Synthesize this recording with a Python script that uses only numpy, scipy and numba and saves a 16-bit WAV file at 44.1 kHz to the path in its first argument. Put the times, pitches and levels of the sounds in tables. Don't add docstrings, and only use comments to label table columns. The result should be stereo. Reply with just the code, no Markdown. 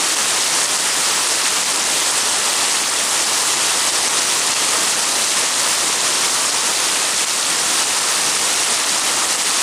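import sys
import numpy as np
from scipy import signal
from scipy.fft import rfft, irfft, next_fast_len
from scipy.io import wavfile
from scipy.ndimage import uniform_filter1d, minimum_filter1d, map_coordinates
from numba import njit

SR = 44100
rng = np.random.default_rng(int(sys.argv[2]) if len(sys.argv) > 2 else 0)


def to_wav(sig):
    pcm = np.clip(np.atleast_2d(sig), -1, 1) * 32767
    pcm = np.round(pcm).astype(np.int16)
    wavfile.write(sys.argv[1], SR, pcm.T)


def volts_from_db(level):
    exponent = np.asarray(level, float) / 20
    return 10 ** exponent


N = 424241
CEILING_DB = -7


def unit(x):
    return x / np.sqrt(np.mean(x ** 2) + 1e-20)


def along(points, hz):
    f, v = np.transpose(points)
    return np.interp(np.log(hz + 1), np.log(f + 1), v)


def filtered(x, response):
    m = next_fast_len(N + 8192)
    gain = response(np.fft.rfftfreq(m, 1 / SR))
    return irfft(rfft(x, m) * gain, m)[..., :N]


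def wobble(rate):
    points = rng.standard_normal(int(N * rate / SR) + 4)
    return unit(map_coordinates(points, [np.arange(N) * rate / SR]))


def bumps(rows, t, width_s):
    return sum(height * np.exp(-((t - s) / width_s) ** 2) for s, height in rows)


def merged_drops(patchy_db):
    z = signal.stft(rng.standard_normal((2, N)), nperseg=512)[2]
    patches = uniform_filter1d(rng.standard_normal(z.shape[1:]), size=12, axis=0)
    patches = uniform_filter1d(patches, size=8, axis=1)
    noise = signal.istft(z * volts_from_db(patchy_db * unit(patches)), nperseg=512)[1]
    return unit(noise[:, :N])


def ticks(s, hz, peak, cycles, size=160):
    k = np.arange(size)
    u = k / SR * (hz / cycles)[:, None]
    swell = peak[:, None] * np.e * u * np.exp(-u)
    burst = swell * np.cos(2 * np.pi * (u - 1) * cycles[:, None])
    start = np.round((s - cycles / hz) * SR).astype(int)
    at = np.clip(start[:, None] + k, 0, N)
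    return np.bincount(at.ravel(), burst.ravel(), N + 1)[:N]


def patter(count, centre_hz, octaves, spread_db, cycles, size):
    u, g = rng.random((count, 3)), rng.standard_normal((count, 2))
    hz = np.clip(centre_hz * 2 ** (octaves * g[:, 0]), 300, 11000)
    peak = volts_from_db(-spread_db * np.log(1 - .99 * u[:, 1])) * np.sign(u[:, 2] - .5)
    peak = peak * (hz / centre_hz) ** 0.54
    return unit(ticks(u[:, 0] * N / SR, hz, peak, cycles * 1.4 ** g[:, 1], size))


def sheet(spectrum, patchy_db, drops, share):
    colour = lambda hz: volts_from_db(along(spectrum, hz))
    far = filtered(merged_drops(patchy_db), colour)
    near = filtered(drops, colour)
    return unit(far) * np.sqrt(1 - share) + unit(near) * np.sqrt(share)


# t/s, level/dB
POUR = [
    (0.0, -17.5),
    (1.37, -18),
    (1.6, -17.5),
    (2.54, -17),
    (2.81, -17.5),
    (6.08, -17.5),
    (6.38, -18),
    (9.62, -18),
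]


def pour_strength(t):
    return np.interp(t, *np.transpose(POUR)) + .35 * wobble(5) + .5 * wobble(25)


# f/Hz, level/dB
PAVING = [(880, -34.5), (1500, -7), (1880, 0.5), (2260, -1), (2730, 0), (3660, -0.5), (8760, 0), (9470, -2),
          (11500, -13), (13600, -16.5), (14700, -14), (15600, -16.5)]


def paving():
    splash = [patter(count=22000, centre_hz=8400, octaves=.7, spread_db=3.0, cycles=.8, size=80)
              for part in range(2)]
    return sheet(PAVING, patchy_db=0.67, drops=np.array(splash), share=0.3)


# f/Hz, level/dB
ROOFS = [(15, -67), (25, -61), (69, -18), (199, -9.5), (295, -4.5), (749, -3), (945, -0.5), (1330, -1),
         (1530, -5), (1800, -6), (2340, -31), (3960, -120)]


def roofs():
    drum = [patter(count=6000, centre_hz=1016, octaves=0.6, spread_db=2.5, cycles=1.2, size=200)
            for part in range(2)]
    return sheet(ROOFS, patchy_db=0.67, drops=np.array(drum), share=0.12)


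# t/s, level/dB over the limiter's ceiling, f/Hz
CLOSE_DROPS = [(0.1478, 5, 6200), (0.6664, 3, 8800), (0.7765, 3, 5000), (1.2774, 1.6, 8700),
               (1.4864, 3, 6700), (1.642, 3, 6500), (1.7275, 4.5, 4700), (1.7654, 5, 9100),
               (2.1154, 4, 9200), (2.5391, 1, 3440), (3.0992, 1, 6460), (3.2453, 2, 4500),
               (3.5499, 2, 7300), (3.9075, 8, 9260), (4.3966, 1.5, 7000), (4.5388, 2, 5600),
               (4.6535, 5, 8900), (6.5094, 3.5, 5200), (6.5675, 1.6, 8900), (6.9, 1, 3340),
               (7.2497, 10, 7400), (7.8405, 1, 4400), (7.8444, 6, 8800), (8.3776, 3, 8200),
               (8.843, 0.5, 3240), (8.9967, 1.5, 9200), (9.3587, 3, 8600), (9.365, 6, 7800),
               (9.4228, 3.5, 7000), (9.4364, 4.8, 9400)]


def close_drops():
    s, over_db, hz = np.transpose(CLOSE_DROPS)
    peak = volts_from_db(CEILING_DB + 1.04 * over_db + 1.0)
    strikes = ticks(s, hz, peak, 1.2 * np.sqrt(hz / 8000))
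    return filtered(strikes, lambda hz: volts_from_db(np.minimum(along(PAVING, hz) + 2, 0)))


# t/s, level/dB over the pour
GUSTS = [(.45, 0.5), (1.57, 0), (2.34, 0.5), (3.13, 1), (3.96, 1), (4.77, 3), (5.38, 2), (6.25, 1),
         (7.77, 2), (8.0, 1), (8.61, 1)]


def gusts(t):
    coarse = t[::64]
    return np.interp(t, coarse, bumps(GUSTS, coarse, width_s=0.023))


def downpour():
    t = np.arange(N) / SR
    pour_db, gust_db = pour_strength(t), gusts(t)
    roofs_db = pour_db - 8 + .35 * wobble(16) + 1.1 * gust_db
    return volts_from_db(pour_db + gust_db) * paving() + volts_from_db(roofs_db) * roofs()


# f/Hz, level/dB of the unrelated side part
WIDTH = [(60, -11), (110, -11), (200, -16), (380, -9), (700, -9), (1290, -8), (2380, -9), (4400, -7),
         (8120, -15), (15000, 7)]
# f/Hz, level/dB
TILT = [(60, 0), (110, 3), (200, 3.5), (380, 2.5), (700, 2), (1290, 0.5), (2380, 0.5), (4400, 1.5),
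        (8120, 0.5), (15000, -0.5)]
# f/Hz, phase/rad
LEAD = [(0, 0), (600, 0.49), (1980, 0.0), (15300, -0.0)]


def scene():
    middle, side = downpour()
    lean = lambda hz: volts_from_db(along(TILT, hz) / 2) * np.exp(.5j * along(LEAD, hz))
    pair = filtered(middle + close_drops(), lambda hz: np.array([lean(hz), 1 / lean(hz)]))
    side = filtered(side, lambda hz: volts_from_db(along(WIDTH, hz) - 1.8))
    return pair + np.array([side, -side])


@njit
def recover(cut_db, keep):
    out = cut_db.copy()
    for i in range(1, len(out)):
        out[i] = max(out[i], out[i - 1] * keep)
    return out


def limiter(x, ahead_s, release_s, sense_s):
    reach = round(ahead_s * SR)
    sensed = np.abs(uniform_filter1d(2 * (x ** 2).max(0), max(round(sense_s * SR), 1)))
    room_db = np.minimum(CEILING_DB - 10 * np.log10(sensed + 1e-12), 0)
    needed_db = -minimum_filter1d(room_db, 2 * reach + 1)
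    cut_db = recover(needed_db, np.exp(-1 / (release_s * SR)))
    return x * volts_from_db(-uniform_filter1d(cut_db, reach))


def luck(shape, rows, frames):
    draws = rng.standard_normal((shape[0] // rows + 1, shape[1]))
    draws = unit(uniform_filter1d(draws, frames, axis=1))
    return np.repeat(1 / (1 + np.exp(-1.7 * draws)), rows, axis=0)[:shape[0]]


# t/s, added share kept (0-1)
RICH = [(.2, .55), (.72, .3), (.98, .3), (1.18, .5), (1.4, .25), (1.65, .15), (2.0, .42), (2.52, .55),
        (2.93, .3), (3.12, .2), (3.43, .48), (3.9, .18), (4.32, .38), (4.9, .3), (5.2, .38), (5.71, .6),
        (6.31, .42), (6.76, .32), (7.36, .36), (7.7, .2), (7.85, .22), (8.18, .38), (8.5, .3), (8.85, .2),
        (9.12, .34), (9.42, .34)]


def treble_share(t):
    return .12 + bumps(RICH, t, width_s=.085) + .03 * rng.standard_normal(len(t))


# f/Hz, added share kept
FAVOUR = [(11700, 1.2), (12300, .55), (12750, .15), (13100, -.02), (13900, -.09), (14300, -.05),
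          (14800, .27), (15150, .1), (15300, -1)]
# from t/s, to t/s
WIDE = [(0, 0.151), (0.267, 0.453), (0.638, 0.848), (0.94, 1.057), (1.195, 1.382), (1.613, 1.73),
        (1.799, 2.009), (2.101, 2.241), (2.542, 2.868), (3.03, 3.17), (3.262, 3.402), (3.471, 3.634),
        (3.703, 3.774), (4.121, 4.284), (4.377, 4.563), (4.864, 5.004), (5.143, 5.376), (5.421, 5.515),
        (5.7, 5.84), (5.932, 6.119), (6.397, 6.537), (6.768, 6.955), (7.0, 7.094), (7.279, 7.628),
        (7.743, 7.884), (8.115, 8.302), (8.417, 8.534), (8.719, 8.882), (9.183, 9.323), (9.392, 9.555)]


def flickering_treble(x, split_hz, top_hz, fade_s, gaps):
    hz, t, (middle, side) = signal.stft([x[0] + x[1], x[0] - x[1]], SR, "cosine", nperseg=2048)
    band_hz = np.repeat(hz[::6], 6)[:len(hz)] + 80
    top = luck(side.shape, 6, 4) < treble_share(t) + along(FAVOUR, band_hz)[:, None]
    start, end = np.transpose(WIDE)[:, :, None]
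    inside = np.minimum(t - start, end - t).max(0)
    ragged = 1.4 * luck(side.shape, 16, 1) - .1 + (hz[:, None] / top_hz) ** 12 * 3
    wide = inside > fade_s * ragged
    solid = (hz[:, None] < 1400) | (luck(side.shape, 8, 4) > gaps)
    low = (hz[:, None] < split_hz) & solid
    kept = [middle * top, side * top * (wide | low)]
    middle, side = signal.istft(kept, SR, "cosine", nperseg=2048)[1][:, :N]
    return np.array([middle + side, middle - side]) / 2


def roll_off(x):
    return signal.sosfilt(signal.butter(12, 15600, fs=SR, output="sos"), x)


def record(dry):
    held = limiter(dry, ahead_s=0.0023, release_s=0.012, sense_s=0.00038)
    mix = flickering_treble(held, split_hz=4000, top_hz=13000, fade_s=.024, gaps=.2)
    return roll_off(mix)


dry = scene()
out = record(dry)
to_wav(out)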